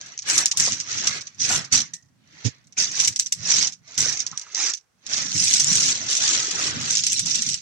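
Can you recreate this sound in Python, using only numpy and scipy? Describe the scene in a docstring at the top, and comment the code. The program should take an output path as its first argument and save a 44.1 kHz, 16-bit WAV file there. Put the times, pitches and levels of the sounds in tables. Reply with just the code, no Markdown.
"""From the start, boots grind a shingle beach beside a hand-held camera, over faint surf, light wind and hiss.
Someone gets up and trudges: each step drives random stone contacts; kicked pebbles clack, big stones knock, and
near 1.5 s something scuffs with two hollow rings. Two faint metallic pings are decaying sines; near 2.4 s a
coat brushes the right microphone port as shaped noise. From 4.7 to 6.2 s the stones take on a more distant
colour as the walker moves off, still stepping to the end. Throughout, the right port favours sound near 6 kHz
and the left near 7 kHz."""
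import sys
import numpy as np
from scipy import signal
from scipy.fft import rfft, irfft, next_fast_len
from scipy.io import wavfile
from scipy.ndimage import uniform_filter1d, map_coordinates

SR = 44100
rng = np.random.default_rng(int(sys.argv[2]) if len(sys.argv) > 2 else 0)


def dump(signal):
    """Clip the signal to [-1, 1] and save it as 16-bit WAV at the path in sys.argv[1]."""
    limited = np.clip(np.atleast_2d(signal).T, -1, 1)
    pcm = np.round(limited * 32767).astype(np.int16)
    wavfile.write(sys.argv[1], SR, pcm)


N = 335601

# Where the boots are, left or right of the microphone: (time [s], left minus right [dB])
BOOT_PLACE = [(0, 3.5), (1.2, 1), (1.7, 0.5), (3.2, 1), (3.7, -0.5), (4.8, -1.5), (6.2, 3), (7.61, -0.5)]
# Arrival lag of the boots at the left port, scaled for each contact: (time [s], lag [s])
LEFT_LAG = [(1.5, 0.00042), (2.5, 0.00037), (4.6, 0.000074), (5.3, .00036), (7.5, 0.00028)]
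# A boot loads the bed, bears on it and lets go; levels are at full force:
# (start [s], rise [s], hold [s], release [s], surface clatter [dB], grinding below [dB],
#  hard-contact sparkle [dB], thud [dB])
STEPS = [ (0.0, 0.0061, 0.13, 0.073, -45.5, -48, -87, -60.5),
         (0.248, 0.042, 0.12, 0.078, -23, -28, -31.5, -44.5),
         (0.553, 0.049, 0.048, 0.2, -20.5, -32.5, -35.5, -40),
         (0.832, 0.074, 0.12, 0.24, -28, -36, -63.5, -45.5),
         (0.986, 0.065, 0.12, 0.055, -33, -33.5, -50.5, -46.5),
         (1.385, 0.03, 0.026, 0.09, -21, -44, -45.5, -43),
         (1.429, 0.076, 0.05, 0.1, -23, -27.5, -29, -36.5),
         (1.715, 0.012, 0.03, 0.095, -16, -28.5, -31, -36.5),
         (2.245, 0.16, 0.061, 0.16, -49.5, -48.5, -87.5, -73),
         (2.77, 0.0099, 0.044, 0.11, -19, -33.5, -38.5, -47),
         (2.859, 0.15, 0.011, 0.11, -21.5, -34.5, -38, -48.5),
         (3.391, 0.11, 0.14, 0.063, -20, -33, -43.5, -43.5), (3.833, .06, .09, .1, -45, -49.5, -87.5, -83),
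         (3.973, 0.0099, .028, 0.062, -20, -33.5, -28.5, -35),
         (3.981, 0.055, 0.05, 0.18, -24, -34.5, -43, -45), (4.246, 0.069, .2, .06, -50, -52.5, -76, -76),
         (4.523, 0.056, .12, 0.046, -24, -35.5, -49, -64),
         (5.06, 0.061, 0.091, 0.14, -26.5, -34.5, -54, -49.5),
         (5.199, 0.2, 0.21, 0.15, -19, -39.5, -34, -43),
         (5.617, 0.065, 0.23, 0.11, -18.5, -33.5, -36.5, -42.5),
         (5.907, 0.058, 0.12, .1, -29, -37.5, -62, -46.5),
         (6.067, 0.029, 0.043, 0.18, -20.5, -37.5, -43.5, -66.5),
         (6.169, 0.056, .12, 0.38, -18.5, -30, -42, -48),
         (6.449, 0.17, 0.06, 0.084, -22.5, -29.5, -43, -44.5),
         (6.625, 0.1, 0.16, 0.136, -32.5, -34.5, -62, -47.5),
         (6.758, .15, 0.088, 0.12, -22.5, -61.5, -45.5, -49),
         (6.997, 0.076, 0.12, 0.11, -23.5, -61, -46, -47),
         (7.211, 0.061, 0.11, 0.24, -23, -44.5, -47, -45.5),
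         (7.408, .06, 0.066, 0.088, -25.5, -67, -43.5, -45.5)]
# Spectrum of the surface stones: (frequency [Hz], relative density [dB per Hz])
CLATTER_SPECTRUM = [(300, -53), (900, -39), (1500, -25.5), (2200, -13.5), (3200, -12), (4700, -5),
                    (5500, 0.5), (6000, 2.5), (6700, -2), (7400, -9.5), (8400, -28.5), (9500, -43),
                    (12000, -43.5), (16000, -85.5)]
# Spectrum of the buried stones: (frequency [Hz], relative density [dB per Hz])
GRIND_SPECTRUM = [(120, -24), (300, -2), (500, -3.5), (730, -2), (950, 0), (1450, 3.5), (2100, 7.5),
                  (3000, 2), (4500, 3.5), (8000, -51)]
# Spectrum of the hardest contacts: (frequency [Hz], relative density [dB per Hz])
SPARKLE_SPECTRUM = [(5000, -31.5), (7500, 13), (9000, 3.5), (10000, -1.5), (11500, -6), (13000, -15),
                    (16000, -20)]
# Spectrum of the thuds and wind rumble: (frequency [Hz], relative density [dB per Hz])
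RUMBLE_SPECTRUM = [(25, -24), (60, -18), (90, -1), (130, 2.5), (180, -0.5), (260, -4.5), (350, -17),
                   (600, -38.5), (1500, -54)]
# Light wind on the ports: (time [s], level [dB])
BREEZE = [(0, -69), (1.9, -63), (2.7, -63), (3.8, -61.5), (5.0, -84), (5.25, -61.5), (7.61, -67)]
# Low puffs over the breeze: (centre time [s], peak level [dB], half-length to 1/e [s])
PUFFS = [(3.101, -41, 0.031), (3.417, -42.5, 0.055), (4.331, -48, 0.021), (5.255, -38, 0.013),
         (5.362, -28.5, 0.016), (5.728, -31, .05), (5.883, -42.5, 0.021), (6.795, -34.5, .08),
         (7.274, -38.5, .05), (7.476, -33.5, 0.013)]
# Spectrum of the surf: (frequency [Hz], relative density [dB per Hz])
SURF_SPECTRUM = [(25, -21), (60, 0), (120, -4), (240, -11.5), (450, -7), (1500, -8.5), (3500, -16.5),
                 (6000, -14), (9000, -19.5), (16000, -38.5)]
# Kicked pebbles, before placing:
# (strike time [s], strike peak [dB], neighbours' rattle re strike [dB], sparkle re strike [dB])
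KICKED_PEBBLES = [(.013, -20.5, -22.5, -36), (.1777, -19.5, -21.5, -37), (.1903, -21, -13, -53),
                  (.2217, -25, -10.5, -25.5), (.2999, -9, -10, -14.5), (.3798, -7, -11.5, -6),
                  (.4584, -1, -20, -10), (.5143, -9, -12.5, -18.5), (.5733, -8, -14.5, -2.5),
                  (.5996, -8, -10, -9), (.7211, -8.5, -18, -31), (.8013, -15.5, -9.5, -25.5),
                  (1.0713, -10.5, -4.5, -20), (1.2695, -33.5, -2.5, -47), (1.3998, -23, -4.5, -34),
                  (1.7286, -12, -8.5, -9), (1.9375, -22, -9.5, -9), (2.025, -50, -12, -25),
                  (2.6712, -43, -17, -8), (2.7247, -37.5, -14, -20), (2.9999, -12.5, -2, -20),
                  (3.0484, -8.5, -11.5, -13), (3.0757, -11, -7, -8), (3.1611, -11.5, -15, -12),
                  (3.1925, -18, -11, -4), (3.1973, -4.5, -15, -8.5), (3.2216, -23, -10, -25.5),
                  (3.2616, -17, -12.5, -12.5), (3.3235, -12.5, -9, -7), (3.5158, -9.5, -7.5, -23),
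                  (3.9784, -7.5, -15.5, -22), (4.2037, -8.5, -20, -23.5), (4.266, -11, -19.5, -16.5),
                  (4.3149, -20.5, -24, -41), (4.3757, -11, -22.5, -12), (4.3961, -18.5, -23.5, -16.5),
                  (4.4145, -28.5, -9, -17), (4.5477, -15.5, -12.5, -24), (4.7013, -22.5, -23, -22),
                  (4.7515, -23.5, -20.5, -19.5), (5.0655, -17.5, -16.5, -23), (5.1343, -18.5, -2, -33),
                  (5.443, -12, -15, -1.5), (5.5376, -5.5, -10.5, -12.5), (5.5992, -7, -12, -8.5),
                  (5.645, -6, -29, -8), (5.7546, -7.5, -15.5, -7), (5.805, -6.5, -18.5, -19),
                  (5.887, -10, -13, -17.5), (6.1082, -17.5, -9.5, -10.5), (6.152, -10.5, -13, -13.5),
                  (6.3331, -13.5, -12.5, -18), (6.905, -10.5, -9.5, -18.5), (6.9533, -3.5, -17, -24),
                  (6.971, -4.5, -21.5, -23.5), (6.9822, -5, -20.5, -16.5), (7.0374, -5, -15.5, -17.5),
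                  (7.0669, -3, -17.5, -11.5), (7.1204, -11, -13, -5), (7.1308, -8, -21.5, -2.5),
                  (7.1939, -10, -10, -9.5), (7.26, -12, -18.5, -15), (7.312, -12, -12, -32.5),
                  (7.355, -8, -13.5, -17.5), (7.4213, -10.5, -12.5, -12), (7.4896, -9, -16, -11.5),
                  (7.5429, -8, -21, -13)]
# Big stones knocking hollowly, and near 1.5 s a scuff ringing at two pitches: (time [s], peak [dB], ring [Hz],
# chatter's 60 dB decay [s])
KNOCKS = [(0.531, -40, 1015, 0.16), (0.674, -29, 620.5, 0.059), (.68, -30, 1090, 0.049),
          (1.5, -26.5, 744, 0.26), (1.503, -24.5, 1450, 0.27), (1.74, -36.5, 824, 0.073),
          (2.768, -29, 2374, .08), (3.196, -48, 604, 0.014), (4.06, -33.5, 570, 0.066),
          (4.324, -45, 830, 0.037), (4.327, -34.5, 1190, 0.11), (4.466, -41.5, 1290, 0.11)]
# Something small and metallic jolted, level before its flutter: (time [s], level [dB])
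PINGS = [(1.934, -50.5), (2.49, -55)]
# Spectrum of the air that the coat pumps into the port: (frequency [Hz], relative density [dB per Hz])
COAT_SPECTRUM = [(30, -44), (70, -7.5), (110, 14.5), (170, -8.5), (250, 0), (330, -14), (500, -15),
                 (750, -45), (2000, -69.5)]
# Spectrum of the cloth's hiss: (frequency [Hz], relative density [dB per Hz])
SWISH_SPECTRUM = [(350, -44), (600, -13), (1220, -24), (1820, -12), (4000, -9), (5940, 0), (7050, -4),
                  (9680, -40), (14000, -55)]
# Colour of the stones when the walker is far: (frequency [Hz], gain [dB])
FAR_COLOUR = [(250, 2.5), (480, 3), (850, 0.5), (1400, 1), (2200, -3), (3200, 1.5), (6000, -3), (10000, 4),
              (15000, -8)]
# Response of the microphone ports, right near 6 kHz and left near 7 kHz: (frequency [Hz], left minus right [dB])
PORT_BALANCE = [(60, -6), (200, -2.5), (400, -2), (770, -1), (1200, -4.5), (1650, -7), (2300, -2),
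                (2750, 1.5), (3600, -3), (4800, -4), (5900, -10.5), (7300, 6.5), (8300, 3.5), (13000, 1)]

SWING_DB = 24.5  # a step climbs this far during its rise and falls this far during its release
STROKE_BEND = 1.17  # over 1: a step lets go ever faster, so the gaps stay quiet
GRIND_SWING, SPARKLE_SWING, THUD_SWING = 0.72, 1.73, 0.57  # sparkle needs force; grinding and thud linger
LUMPS_PER_S, LUMPS_DB = 22, 2.5  # thud and breeze come in uneven lumps
LEAD_S = .003  # a kicked pebble grazes its neighbours this long before it strikes
# Stray stones: how many, how late, peak after a 0 dB clatter, dB per dB of clatter, scatter either way
STRAYS_PER_S, STRAY_DELAY_S, STRAY_DB, STRAY_FOLLOW, STRAY_SCATTER_DB = 11, 0.033, 2, 0.81, 0.5
PING_HZ, PING_T60_S = 1890, 0.37
BRUSH_START_S, BRUSH_RISE_S, BRUSH_HOLD_S, BRUSH_RELEASE_S = 2.443, 0.0099, 0.019, 0.026
BRUSH_DB, SWISH_DB, SWISH_SWING = -15, -27, 0.69  # at full force, before the high-pass and the split to ports
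LEAVES_S, FAR_S = 4.7, 6.2  # the walker moves off between these times
HISS_DB = -82.5  # the microphone's own noise
TOP_HZ = 16200  # band limit


def amp(db):
    """Decibels to gain."""
    return np.exp(np.asarray(db) * float(np.log(10) / 20))


def unit(x):
    """x at rms 1."""
    return x / np.sqrt(np.mean(x ** 2) + 1e-20)


def to_peak(x):
    """Each channel of x at peak 1."""
    return x / np.abs(x).max(-1, keepdims=True)


def along(points, hz):
    """(Hz, value) points read on a log frequency axis."""
    f, v = np.transpose(points)
    return np.interp(np.log(hz + 1), np.log(f + 1), v)


def curves(rows):
    """One value per sample for each column after the time."""
    s, *cols = np.transpose(rows)
    return [np.interp(np.arange(N) / SR, s, c) for c in cols]


def coloured(x, spectrum):
    """x through the causal, minimum-phase filter that has this spectrum."""
    n = x.shape[-1]
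    m = 2 * next_fast_len(n // 2 + 2048)
    cepstrum = irfft(np.log(amp(along(spectrum, np.fft.rfftfreq(m, 1 / SR)))))
    # folding the cepstrum onto positive time makes the filter causal
    cepstrum[1:m // 2] *= 2
    cepstrum[m // 2 + 1:] = 0
    return irfft(rfft(x, m) * np.exp(rfft(cepstrum)), m)[..., :n]


def steady(x, span):
    """x held near rms 1 over span seconds, keeping its faster grain."""
    size = max(int(span * SR), 2)
    power = uniform_filter1d(uniform_filter1d(np.mean(x ** 2, 0), size), size)
    return x / np.sqrt(np.abs(power) + 1e-12)


def noise(spectrum, alike):
    """Stereo noise, partly shared by both ports."""
    alike = np.clip(alike, 0, 1)
    w = rng.standard_normal((3, N))
    return unit(coloured(np.sqrt(alike) * w[0] + np.sqrt(1 - alike) * w[1:], spectrum))


def wobble(rate):
    """A smooth random curve, rate knots a second."""
    knots = rng.standard_normal(int(N * rate / SR) + 4)
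    return map_coordinates(knots, [np.arange(N) * rate / SR])


def mottled(x, depth_db, size):
    """The colour shifts from moment to moment: patches of gain, a few bins wide and a few frames long."""
    z = signal.stft(x, nperseg=size)[2]
    field = rng.standard_normal(z.shape[1:])
    field = uniform_filter1d(uniform_filter1d(field, size=3, axis=0), size=3, axis=1)
    return signal.istft(z * amp(depth_db * unit(field)), nperseg=size)[1][:, :N]


def stroke_db(t, rise, hold, release):
    """Rise, hold and release, in dB re full force, t seconds after the start."""
    rising = 1 - t / max(rise, 1e-3)
    releasing = (t - rise - hold) / max(release, 1e-3)
    short = np.maximum(rising, releasing)
    return -SWING_DB * np.maximum(short, 0) ** STROKE_BEND


def footwork():
    """Gain of clatter, grinding, sparkle and thud: each step drives all four with one stroke."""
    swing = np.array([[1], [GRIND_SWING], [SPARKLE_SWING], [THUD_SWING]])
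    t = np.arange(N) / SR
    power = np.zeros((4, N))
    for start, rise, hold, release, *levels_db in STEPS:
        live = slice(*np.searchsorted(t, [start - 2 * rise, start + rise + hold + 3 * release]))
        force_db = stroke_db(t[live] - start, rise, hold, release)
        power[:, live] += amp(np.array(levels_db)[:, None] + swing * force_db) ** 2
    return np.sqrt(power)


def slips(rate, spread_db, life, creep):
    """The bed gives way in jerks: each starts at once and dies away, over a steady creep."""
    jerks = (rng.random(N) < rate / SR) * amp(spread_db * np.minimum(rng.standard_normal(N), 2))
    return creep + unit(signal.lfilter([1], [1, -np.exp(-1 / (life * SR))], jerks))


def contacts(rate, top_hz, spread_db, life, scatter_db):
    """Stones touching at random: tiny damped rings of any pitch, reaching the right port first."""
    count = min(int(rate * N / SR), 40000)
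    draws = rng.random((count, 6)).astype(np.float32)
    when, pitch, phase, size, side, bearing = np.hsplit(draws, 6)
    t = np.arange(96, dtype=np.float32) / SR
    strength = amp(spread_db * np.minimum(-np.log(1 - size), 3))
    rings = np.sin(2 * np.pi * (top_hz * pitch * t + phase)) * np.exp(-t / life) * strength
    start = (when * (N - 1)).astype(int)
    lag = (curves(LEFT_LAG)[0][start] * (0.22 + 1.6 * bearing) * SR).astype(int)

    def port(at, gain):
        """All the rings summed at one port."""
        return np.bincount((at + np.arange(len(t))).ravel(), (gain * rings).ravel(), N)[:N]

    left = port(start + lag, amp(scatter_db * (side - .5)))
    right = port(start, amp(scatter_db * (.5 - side)))
    return np.array([left, right])


def shingle(clatter, grind, sparkle):
    """Boots in the pebbles: bright clatter on top, duller grinding below, sparkle from the hardest contacts."""
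    jerks = slips(rate=150, spread_db=4.5, life=0.006, creep=2.3)
    surface = jerks * contacts(rate=4500, top_hz=14510, spread_db=-2.5, life=0.00017, scatter_db=3.5)
    surface = mottled(surface, depth_db=4.0, size=512)
    buried = np.sqrt(jerks) * contacts(rate=4000, top_hz=5000, spread_db=0.0, life=0.0008, scatter_db=4)
    buried = mottled(buried, depth_db=3.5, size=1024)
    return (clatter * steady(coloured(surface, CLATTER_SPECTRUM), span=0.035)
            + grind * steady(coloured(buried, GRIND_SPECTRUM), span=0.011)
            + sparkle * steady(coloured(surface, SPARKLE_SPECTRUM), span=0.0087))


def rumble(thud):
    """The bed thuds under the walker's weight and light wind flutters on the ports: shaped low noise."""
    t = np.arange(N) / SR
    breeze_db, = curves(BREEZE)
    puffs = sum((amp(db) * np.exp(-((t - s) / half) ** 2)) ** 2 for s, db, half in PUFFS)
    lumps = amp(LUMPS_DB * wobble(LUMPS_PER_S))
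    level = np.sqrt((thud ** 2 + amp(breeze_db) ** 2) * lumps ** 2 + puffs)
    return level * steady(mottled(noise(RUMBLE_SPECTRUM, alike=0.42), depth_db=3, size=2048), span=0.12)


def surf():
    """Faint surf behind the stones: steady broad noise, little of it shared by the ports."""
    return amp(-71.0) * noise(SURF_SPECTRUM, alike=0.18)


def hiss():
    """The microphone's own white noise, independent in each port."""
    return amp(HISS_DB) * rng.standard_normal((2, N))


def clacks(rows):
    """A kicked pebble strikes once, sharply, then rebounds and rattles its neighbours."""
    t = np.arange(SR // 12) / SR
    out = np.zeros((2, N + SR))
    # a quick swell, a fast decay and a weaker, longer tail
    fade = (1 - np.exp(-t / 0.0027)) ** 2 * (amp(-60 * (t - .009) / 0.049) + 0.2 * amp(-60 * t / 0.23))
    blows = []
    for _ in rows:
        contact = rng.standard_normal((2, len(t))) * t * np.exp(-t / .0003)
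        ring = np.sin(2 * np.pi * rng.uniform(6530, 6640) * t) * np.exp(-t / 0.00027)  # the stone's own note
        strike = np.roll(to_peak(contact) + 1.7 * ring, round(LEAD_S * SR), axis=1)
        grain = rng.standard_normal((2, len(t)))
        uneven_db = 3 * np.interp(t, t[::64], rng.standard_normal(len(t[::64])))
        blows.append([strike, grain * amp(uneven_db)])
    bodies = coloured(np.array(blows), CLATTER_SPECTRUM)
    sparkles = coloured(np.array(blows), SPARKLE_SPECTRUM)
    for (s, strike_db, rattle_db, sparkle_db), body, sparkle in zip(rows, bodies, sparkles):
        first = max(round((s - LEAD_S) * SR), 0)
        for (strike, rattle), db in (body, 0), (sparkle, sparkle_db):
            blow = to_peak(strike) + amp(rattle_db) * fade * unit(rattle)
            out[:, first:][:, :len(t)] += amp(strike_db + db) * blow
    return mottled(out[:, :N], depth_db=2.5, size=256)


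def strays(clatter, rattle_db, sparkle_db):
    """Clack rows for disturbed stones that topple by chance, louder after a harder step."""
    count = int(STRAYS_PER_S * N / SR)
    when, size = rng.random((count, 2)).T
    s = when * (N - 1) / SR
    stirred = np.interp(s - STRAY_DELAY_S, np.arange(N) / SR, clatter)
    stirred_db = 20 * np.log10(stirred + 1e-4)
    strike_db = STRAY_DB + STRAY_FOLLOW * stirred_db + STRAY_SCATTER_DB * (2 * size - 1)
    return [(at, db, rattle_db, sparkle_db) for at, db in zip(s, strike_db)]


def knocks():
    """Big stones bump and chatter in the bed, and something scuffs near 1.5 s, each row in one narrow
    resonance."""
    t = np.arange(SR // 5) / SR
    out = np.zeros(N + SR)
    for s, db, hz, t60 in KNOCKS:
        chatter = rng.standard_normal(len(t)) * amp(-60 * t / t60)
        resonance = np.sin(2 * np.pi * hz * t) * t * np.exp(-t / 0.0013)
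        ring = signal.fftconvolve(chatter, resonance)[:len(t)]
        out[round(s * SR):][:len(t)] += amp(db) * to_peak(ring)
    return out[:N]


def pings():
    """Something small and metallic: one thin, unsteady mode dies away after each jolt."""
    t = np.arange(SR // 2) / SR
    out = np.zeros(N + SR)
    for s, db in PINGS:
        out[round(s * SR):][:len(t)] += amp(db - 60 * t / PING_T60_S) * np.sin(2 * np.pi * PING_HZ * t)
    return out[:N] * wobble(210)


def coat():
    """Cloth swishes over the right port and pumps air into it; the slowest pressure leaks away."""
    t = np.arange(SR // 2) / SR - .1
    press_db = stroke_db(t, BRUSH_RISE_S, BRUSH_HOLD_S, BRUSH_RELEASE_S)
    air = coloured(rng.standard_normal((1, len(t))), COAT_SPECTRUM)
    push = amp(BRUSH_DB + press_db) * steady(air, span=0.026)
    push = signal.sosfilt(signal.butter(4, 74, "highpass", fs=SR, output="sos"), push)
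    cloth = unit(coloured(rng.standard_normal((2, len(t))), SWISH_SPECTRUM))
    swish = amp(SWISH_DB + SWISH_SWING * press_db) * cloth
    out = np.zeros((2, N))
    first = round((BRUSH_START_S + t[0]) * SR)
    out[:, first:][:, :len(t)] = push * amp([[-20], [0]]) + swish * amp([[-4], [4]])  # left, right
    return out


def receding(x):
    """As the walker moves off, the near sound of the stones gives way to the far one."""
    far = np.interp(np.arange(N) / SR, [LEAVES_S, FAR_S], [0, 1])
    return (1 - far) * x + far * coloured(x, FAR_COLOUR)


def scene():
    """Stones placed between the ports, the background behind them, and the coat at the right port."""
    place_db, = curves(BOOT_PLACE)
    sides = np.array([[.5], [-.5]])  # each port takes half the level difference
    clatter, grind, sparkle, thud = footwork()
    bed = shingle(clatter, grind, sparkle)
    background = rumble(thud) + knocks() + pings() + surf()
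    cloth = coat()
    pebbles = clacks(KICKED_PEBBLES + strays(clatter, rattle_db=-9.5, sparkle_db=-19))
    air = receding(bed + pebbles) * amp(sides * place_db) + background
    ports = []
    for x, side in zip(air, sides[:, 0]):
        ports.append(coloured(x, [(hz, side * db) for hz, db in PORT_BALANCE]))
    return np.array(ports) + cloth + hiss()


def record(dry):
    """The camera rounds off peaks near full scale, sheds the deepest bass and keeps nothing above its band limit."""
    m = next_fast_len(N + 4096)
    hz = np.fft.rfftfreq(m, 1 / SR)
    rounded = dry / (1 + np.abs(dry / .95) ** 6) ** (1 / 6)
    bass_cut = hz ** 2 / (hz ** 2 + 30 ** 2)
    band = np.clip((TOP_HZ - hz) / 300 + .5, 0, 1)  # slopes to nothing over 300 Hz
    return irfft(rfft(rounded, m) * bass_cut * band, m)[:, :N]


dry = scene()
out = record(dry)
dump(out)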